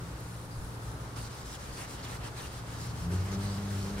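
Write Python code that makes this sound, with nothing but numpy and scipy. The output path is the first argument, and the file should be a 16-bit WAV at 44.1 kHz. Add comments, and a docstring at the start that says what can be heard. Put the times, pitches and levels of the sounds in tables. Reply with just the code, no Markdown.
"""On a driveway, an abrasive pad is rubbed by hand over a plastic headlight lens: lightly at the far end,
then in short, firm strokes at the near corner. Countless tiny slips blur into scrape, hiss and fizz,
patches of the plastic ring under the pressure, and a few grains of grit catch with a tick.
Behind it sits a bed of outdoor rush with one puff of wind. A distant engine drones, and a second engine
runs up and holds its speed, both humming on multiples of their firing rate."""
import sys
import numpy as np
from scipy import signal
from scipy.fft import rfft, irfft, next_fast_len
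from scipy.io import wavfile
from scipy.ndimage import uniform_filter1d, map_coordinates

SR = 44100
rng = np.random.default_rng(int(sys.argv[2]) if len(sys.argv) > 2 else 0)


def to_wav(sig):
    """Store sig (one row per channel, or 1-D mono) as 16-bit WAV at the path in sys.argv[1].

    Samples outside -1..1 are clipped; the rate is SR.
    """
    pcm = np.clip(np.atleast_2d(sig), -1, 1) * 32767
    pcm = np.round(pcm).astype(np.int16)
    wavfile.write(sys.argv[1], SR, pcm.T)  # frames by channels


N = 176400

# The hand's strokes. Each row: start, length and attack in seconds, level in dB,
# scrape offset in dB, fizz and air offset in dB.
PAD_STROKES = [(0.0, 0.14, .03, -62.5, 1.5, 2.5), (0.154, 0.31, .03, -61, 0, 2),
               (0.494, 0.27, .04, -62, -8, 2), (.81, 0.12, .05, -61, -12, 3),
               (1.162, 0.042, 0.004, -51, 1, -3), (1.209, 0.071, .03, -53.5, -4, -0.5),
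               (1.302, 0.13, 0.027, -54.5, -4.5, -2), (1.451, 0.055, 0.031, -53, -4, -1),
               (1.505, 0.059, 0.04, -50, -2, -1.5), (1.592, 0.12, 0.022, -54.5, 0, -2),
               (1.72, 0.057, .04, -52, -8.5, -2), (1.782, 0.074, 0.062, -49.5, 1.5, -1.5),
               (1.879, 0.087, 0.051, -52.5, -2.5, -1), (1.981, 0.04, 0.027, -53.5, 3, -15),
               (2.034, 0.028, 0.01, -49.5, 0.5, -4), (2.076, 0.093, 0.03, -52.5, 2.5, 0),
               (2.208, 0.039, 0.022, -60, 7, -8), (2.237, 0.05, .008, -51, 2.5, -2),
               (2.36, 0.12, 0.033, -51.5, 0.5, -2), (2.52, 0.082, 0.1, -52, -2.5, -6.5),
               (2.681, 0.086, 0.092, -55, 1.5, -1), (2.777, 0.1, .06, -51, -1.5, -1.5),
               (2.879, 0.04, .04, -51.5, -6, -8), (2.955, 0.11, 0.058, -55, 0, -1),
               (3.113, 0.057, 0.012, -52, 0.5, -1.5), (3.181, 0.05, .04, -53, -3, -9),
               (3.242, 0.069, .02, -55, 1.5, -1), (3.315, 0.047, .015, -49.5, -1.5, -7),
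               (3.398, 0.082, 0.068, -53.5, 3, 1.5), (3.482, 0.11, .04, -54, 2, -2),
               (3.59, 0.099, .04, -54, 0.5, -5.5), (3.691, 0.11, 0.038, -52.5, 1, 0),
               (3.787, 0.12, 0.041, -51.5, -2, -2), (3.901, 0.061, 0.038, -54.5, 0, -3),
               (3.972, 0.089, 0.028, -53, 5.5, -2)]
# The pad's four voices, dark to bright. Each row: frequency in Hz, relative level in dB per Hz.
SCRAPE_COLOUR = [(150, -2), (400, 1.5), (800, 8), (1300, 6), (1900, 5), (2500, 2), (3100, 2.5),
                 (4000, -7.5), (6000, -23)]
HISS_COLOUR = [(1500, -44), (3000, -10), (4100, -2), (5600, -2.5), (6600, -7.5), (8000, -12.5),
               (12000, -31), (16000, -24)]
FIZZ_COLOUR = [(4000, -20), (6500, -3), (8000, 0), (9000, -0.5), (10200, -4.5), (11200, -13.5),
               (12300, -11), (13500, -18), (15800, -27)]
AIR_COLOUR = [(7000, -42), (10000, 1), (11500, 3), (12400, -.5), (13500, -5), (15800, -3)]
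# Stereo width of the rubbing. Each row: frequency in Hz, left-right likeness from -1 to 1.
PAD_LIKENESS = [(300, 0.88), (1500, 0.28), (3500, 0.56), (6000, 0.26), (9000, 0.68), (15000, 0.28)]
# The lens reaches the left ear first. Each row: frequency in Hz, left lead in radians.
LENS_LEAD = [(100, 12.4), (1000, 0.58), (3000, 1.02), (5000, 1.5), (6500, 2.2), (8000, 2.37), (10000, 2.06),
             (12000, 3.3), (15500, 3.45)]
# Balance of the lens. Each row: frequency in Hz, left over right in dB.
LENS_PAN = [(500, 9.5), (1000, -3.5), (2000, -2.5), (4000, -1), (8000, 2.5), (13000, 2.5)]
# Patches that resonate where the pad bears down.
# Each row: start and length in seconds, first and last pitch in Hz, level in dB.
LENS_RINGS = [(0.191, 0.86, 10000, 9920, -62.5), (0.51, 0.058, 4700, 4770, -59),
              (1.165, 0.026, 1150, 1316, -50.5), (1.168, 0.074, 9100, 8400, -53.5),
              (1.528, .038, 3770, 2980, -55), (1.769, 0.06, 8700, 9100, -51),
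              (2.027, 0.051, 4800, 2720, -50), (2.089, 0.053, 3370, 1475, -55.5),
              (2.374, 0.036, 4200, 2770, -50.5), (2.427, .045, 2990, 2890, -54),
              (2.37, 0.23, 9000, 9000, -60), (2.79, 0.074, 4600, 5130, -56), (3.317, .04, 6230, 5250, -51),
              (3.411, 0.17, 4290, 4690, -53.5)]
# Grit catching on the lens. Each row: start in seconds, relative level in dB, pitch in Hz.
GRIT_TICKS = [(.205, -46, 10900), (.646, -43, 9500), (2.53, -46, 14300), (2.675, -47, 8000),
              (3.101, -48, 12500)]

# The engine that runs up. Each row: time in seconds, firing rate in Hz, firing tone in dB, overtones in dB.
REV_CURVE = [(2.82, 65, -62, -52), (2.92, 71.82, -43.5, -49), (3.025, 81.5, -35.5, -52.5),
             (3.065, 85, -38, -36.5), (3.11, 89.25, -34.5, -40), (3.15, 90.85, -32, -34),
             (3.195, 93.14, -29.5, -49.5), (3.285, 98.57, -39, -42.5), (3.34, 98.56, -39, -35.5),
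             (3.45, 100.5, -35.5, -40), (3.55, 100.3, -40.5, -38.5), (3.79, 99.3, -35.5, -39.5),
             (3.92, 100, -43, -37.5), (4, 101.4, -45, -39)]
# Its overtones and its full-throttle growl. Each row: multiple of the firing rate, offset in dB.
REV_OVERTONES = [(.5, -16.5), (1.5, -22), (2, -0.5), (3, -16.5), (4, -14.5), (4.5, -25.5), (6, -24)]
GROWL_OVERTONES = [(4, 0.5), (4.5, -0.5)]
# Its exhaust rumble, strongest under load. Each row: time in seconds, level in dB.
REV_RUMBLE = [(2.6, -70), (2.76, -46), (3.1, -44.5), (3.45, -48.5)]
# Exhaust noise: gas rasp and low rumble. Each row: frequency in Hz, relative level in dB per Hz.
RASP_COLOUR = [(150, -18), (260, 12.5), (340, 4), (430, 10), (560, -3), (800, 8), (1600, -27.5)]
RUMBLE_COLOUR = [(45, -32), (80, 3.5), (135, 6), (175, 4), (260, -35.5)]
# The far engine's fades. Each row: time in seconds, level in dB, upper overtone offset in dB.
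DRONE_FADES = [(0, -46.5, 5), (.35, -45, -2), (.8, -43.5, -3), (1.28, -44, -12), (1.38, -52.5, -4),
               (1.8, -56.5, -2), (2.1, -43.5, -4), (2.4, -51.5, -5), (2.8, -42.5, -4), (3.2, -47.5, -0.5),
               (4, -58, 11)]
# Its low and upper tones. Each row: multiple of the firing rate, offset in dB.
DRONE_LOW_TONES = [(1, -10), (2, -0.5)]
DRONE_UPPER_TONES = [(3, -7), (5, -15.5)]
# The outdoor bed and the wind puff. Each row: frequency in Hz, relative level in dB per Hz.
RUSH_COLOUR = [(20, -10), (35, -9), (55, 6.5), (75, 3.5), (110, -0.5), (160, -4), (250, -7), (450, -7.5),
               (650, -12), (900, -10), (1300, -10.5), (1800, -17), (2500, -23.5), (4500, -24.5),
               (7000, -28.5), (10000, -29.5), (13000, -31.5), (16000, -38)]
PUFF_COLOUR = [(15, -3), (35, -2), (65, -1), (120, 0), (400, -51)]
# Stereo width of the background noise. Each row: frequency in Hz, left-right likeness from -1 to 1.
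OUTDOOR_LIKENESS = [(60, 0.98), (130, 0.91), (290, 0.82), (600, 0.73), (1200, -0.07), (2500, -0.067),
                    (6000, 0.054), (15000, -0.57)]

NEAR_S, CREEP_DB = 1, -63  # on the near corner the pad never quite rests between strokes
PAUSE_S, PAUSE_LENGTH_S = 3.055, 0.046  # except for one full stop
GRIT_PER_S, GRIT_SHARE, GRIT_SPREAD_DB = 2500, 0.28, 3.5
JUDDER_PER_S, JUDDER_DB, PATCHY_DB = 50, 0.13, 1.7
RING_Q, RING_FADE_S = 7.4, 0.0087
TICK_T60_S, TICK_WIDTH_OCT = 0.041, 0.23
REV_JITTER, REV_FLUTTER_DB, RASP_DB, GROWL_DB = 0.0088, 1.77, -15, -48.5
DRONE_HZ, DRONE_FLUTTER_DB, ENGINE_WANDER = 57.26, 2, 0.0077
RUSH_DB, RUSH_DB_PER_S, RUSH_SWELL_DB, PUFF_DB = -43.5, 0.32, 0.6, -39.5
BACK_PAN_DB, TOP_HZ = 0.7, 15780


def pad():
    """Each stroke rises, crests and lets go, with its own mix of scrape, hiss, fizz and air."""
    t = np.arange(N) / SR
    creeping = (t > NEAR_S) & ((t < PAUSE_S) | (t > PAUSE_S + PAUSE_LENGTH_S))
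    scrape = hiss = fizz = amp(CREEP_DB) ** 2 * creeping
    air = np.zeros(N)
    for start, length, attack, db, scrape_db, fizz_db in PAD_STROKES:
        from_middle = np.clip(2 * (t - start) / length - 1, -1, 1)
        dome = 1 - 0.14 * from_middle ** 2  # power eases off towards the ends
        drive = swell(start, length, attack, release=0.028) * dome
        scrape = scrape + amp(db + scrape_db) ** 2 * drive
        hiss = hiss + amp(db) ** 2 * drive
        # The top end needs speed: it comes last and goes first.
        fizz = fizz + amp(db + fizz_db) ** 2 * drive ** 1.7
        air = air + amp(db + fizz_db) ** 2 * drive ** 1.9
    voices = [(scrape, SCRAPE_COLOUR, 1.5), (hiss, HISS_COLOUR, -0.25),
              (fizz, FIZZ_COLOUR, 0.5), (air, AIR_COLOUR, -5)]
    rub = sum(amp(trim_db) * np.sqrt(power) * friction(colour) for power, colour, trim_db in voices)
    return rub * amp(JUDDER_DB * wobble(JUDDER_PER_S))


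def friction(colour):
    """Tiny slips blur into noise and larger grains crackle; the colour drifts as the contact moves."""
    hits = rng.random(N) < GRIT_PER_S / SR
    grains = hits * amp(GRIT_SPREAD_DB * np.minimum(rng.exponential(size=N), 4))
    slips = np.sqrt(1 - GRIT_SHARE) * noise() + np.sqrt(GRIT_SHARE) * unit(grains * noise())
    bands = signal.stft(slips, nperseg=512)[2]
    drift = uniform_filter1d(rng.standard_normal(bands.shape[1:]), size=6, axis=0)  # smooth in frequency
    drift = uniform_filter1d(drift, size=14, axis=1)  # and in time
    patchy = signal.istft(bands * amp(PATCHY_DB * unit(drift)))[1][:, :N]
    return stereo(patchy, colour, PAD_LIKENESS)


def lens_rings():
    """Friction drives damped resonances of the plastic, which slide in pitch as the pad moves on."""
    t, out = np.arange(N) / SR, np.zeros((2, N))
    drive = friction(colour=[(1, 0)])  # flat
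    for start, length, first_hz, last_hz, db in LENS_RINGS:
        mode = filtered(drive, lambda hz: 1j * hz / (first_hz ** 2 - hz ** 2 + 1j * hz * first_hz / RING_Q))
        power = swell(start, length, RING_FADE_S, RING_FADE_S)
        on = power > 0
        shift_hz = np.interp(t[on], [start, start + length], [0, last_hz - first_hz])
        sliding = signal.hilbert(unit(mode)[:, on]) * np.exp(1j * phase_of(shift_hz))
        out[:, on] += amp(db) * np.sqrt(power[on]) * sliding.real
    return out


def grit_ticks():
    """A grain catches and lets go with a thin, short snap."""
    t, out = np.arange(N) / SR, np.zeros((2, N))
    for start, db, pitch_hz in GRIT_TICKS:
        band = unit(filtered(noise(), lambda hz: bell(np.log2((hz + 1) / pitch_hz), TICK_WIDTH_OCT)))
        decay = (t >= start) * amp(db - 60 * np.abs(t - start) / TICK_T60_S)
        out += band / 2 * decay
    return out


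def rising_engine():
    """It rumbles, booms and growls on the way up, then holds its speed; every firing puffs out gas."""
    t = np.arange(N) / SR
    rate_hz, firing_db, overtones_db = curves(REV_CURVE)
    rate_hz = rate_hz * (1 + ENGINE_WANDER * wobble(20) + REV_JITTER * wobble(70))  # uneven firing
    pulses = unit(1 + np.cos(phase_of(rate_hz)))
    rasp = amp(overtones_db + RASP_DB) * pulses * outdoor_noise(RASP_COLOUR)
    rumble = amp(curves(REV_RUMBLE)[0]) * outdoor_noise(RUMBLE_COLOUR)
    full_throttle = bell(t - 3.14, width=0.029)
    growl = exhaust_tones(rate_hz, GROWL_DB, GROWL_OVERTONES, REV_FLUTTER_DB) * full_throttle
    boom = exhaust_tones(rate_hz, firing_db, [(1, 0)], REV_FLUTTER_DB)
    overtones = exhaust_tones(rate_hz, overtones_db, REV_OVERTONES, REV_FLUTTER_DB)
    return boom + overtones + growl + rasp + rumble


def far_engine():
    """A steady drone, wrapped in a loose rumble, fades and returns on the air."""
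    db, upper_db = curves(DRONE_FADES)
    rate_hz = DRONE_HZ * (1 + ENGINE_WANDER * wobble(8))
    rumble = amp(db - 10) * outdoor_noise(RUMBLE_COLOUR)
    low = exhaust_tones(rate_hz, db, DRONE_LOW_TONES, DRONE_FLUTTER_DB)
    upper = exhaust_tones(rate_hz, db + upper_db, DRONE_UPPER_TONES, DRONE_FLUTTER_DB)
    return rumble + low + upper


def exhaust_tones(rate_hz, level_db, tones, flutter_db):
    """Tones on multiples of the firing rate, each fluttering in the moving air."""
    phase, out = phase_of(rate_hz), np.zeros(N)
    for multiple, db in tones:
        gain = amp(level_db + db + flutter_db * wobble(14))
        out += gain * np.sin(multiple * phase + 2 * np.pi * rng.random())
    return np.sqrt(2) * out


def outdoor_rush():
    """A bass-heavy bed of noise that breathes a little and slowly grows."""
    t = np.arange(N) / SR
    rise_db = RUSH_DB_PER_S * (t - t.mean())
    return outdoor_noise(RUSH_COLOUR) * amp(RUSH_DB + rise_db + RUSH_SWELL_DB * wobble(2.42))


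def wind_puff():
    """One soft, low puff of wind on the microphone."""
    t = np.arange(N) / SR
    return outdoor_noise(PUFF_COLOUR) * amp(PUFF_DB) * bell(t - 0.62, width=0.042)


def outdoor_noise(colour):
    """Coloured noise, centred in the bass and wide on top."""
    return stereo(noise(), colour, OUTDOOR_LIKENESS)


def stereo(pair, colour, likeness):
    """Two unrelated signals become a coloured, partly alike left and right of rms 1."""
    def mid_side(hz):
        angle = np.arccos(along(likeness, hz)) / 2
        return amp(along(colour, hz)) * [np.cos(angle), np.sin(angle)]
    mid, side = filtered(pair, mid_side)
    return unit(np.array([mid + side, mid - side]))


def swell(start, length, attack, release):
    """A smooth rise, hold and release from 0 to 1; times in seconds."""
    t = np.arange(N) / SR
    ramp = np.clip(np.minimum((t - start) / attack, (start + length - t) / release) + .5, 0, 1)
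    return ramp ** 2 * (3 - 2 * ramp)


def bell(offset, width):
    """A bell curve that peaks at 1 at zero offset."""
    return np.exp(-.5 * (offset / width) ** 2)


def noise():
    """Two unrelated channels of white noise."""
    return rng.standard_normal((2, N))


def wobble(rate):
    """A smooth random curve, rate knots a second."""
    return map_coordinates(rng.standard_normal(N // 20), [np.arange(N) * rate / SR], mode="wrap")


def phase_of(hz):
    """Running phase of a moving pitch, in radians."""
    return 2 * np.pi * np.cumsum(hz) / SR


def curves(rows):
    """One automation curve for each column after the time."""
    times, *columns = np.transpose(rows)
    return [np.interp(np.arange(N) / SR, times, column) for column in columns]


def along(points, hz):
    """Read (Hz, value) points on a log axis."""
    knots_hz, values = np.transpose(points)
    return np.interp(np.log(hz + 1), np.log(knots_hz + 1), values)


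def filtered(x, response):
    """Shape x with a complex frequency response."""
    size = next_fast_len(N + SR // 2)
    return irfft(rfft(x, size) * response(np.fft.rfftfreq(size, 1 / SR)), size)[..., :N]


def amp(db):
    """Decibels to gain."""
    return 10 ** (np.asarray(db) / 20)


def unit(x):
    """Scale to rms 1."""
    return x / np.sqrt(np.mean(x ** 2) + 1e-20)


def scene():
    """The lens sits up front, a little to the left; the outdoor bed and the engines lie behind it."""
    sides = np.array([[.5], [-.5]])
    placement = lambda hz: amp(sides * along(LENS_PAN, hz)) * np.exp(1j * sides * along(LENS_LEAD, hz))
    lens = filtered(pad() + lens_rings() + grit_ticks(), placement)
    background = outdoor_rush() + wind_puff() + far_engine() + rising_engine()
    return lens + background * amp(sides * BACK_PAN_DB)


def record(dry):
    """A brick-wall low-pass takes off the very top."""
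    return filtered(dry, lambda hz: hz < TOP_HZ)


dry = scene()
out = record(dry)
to_wav(out)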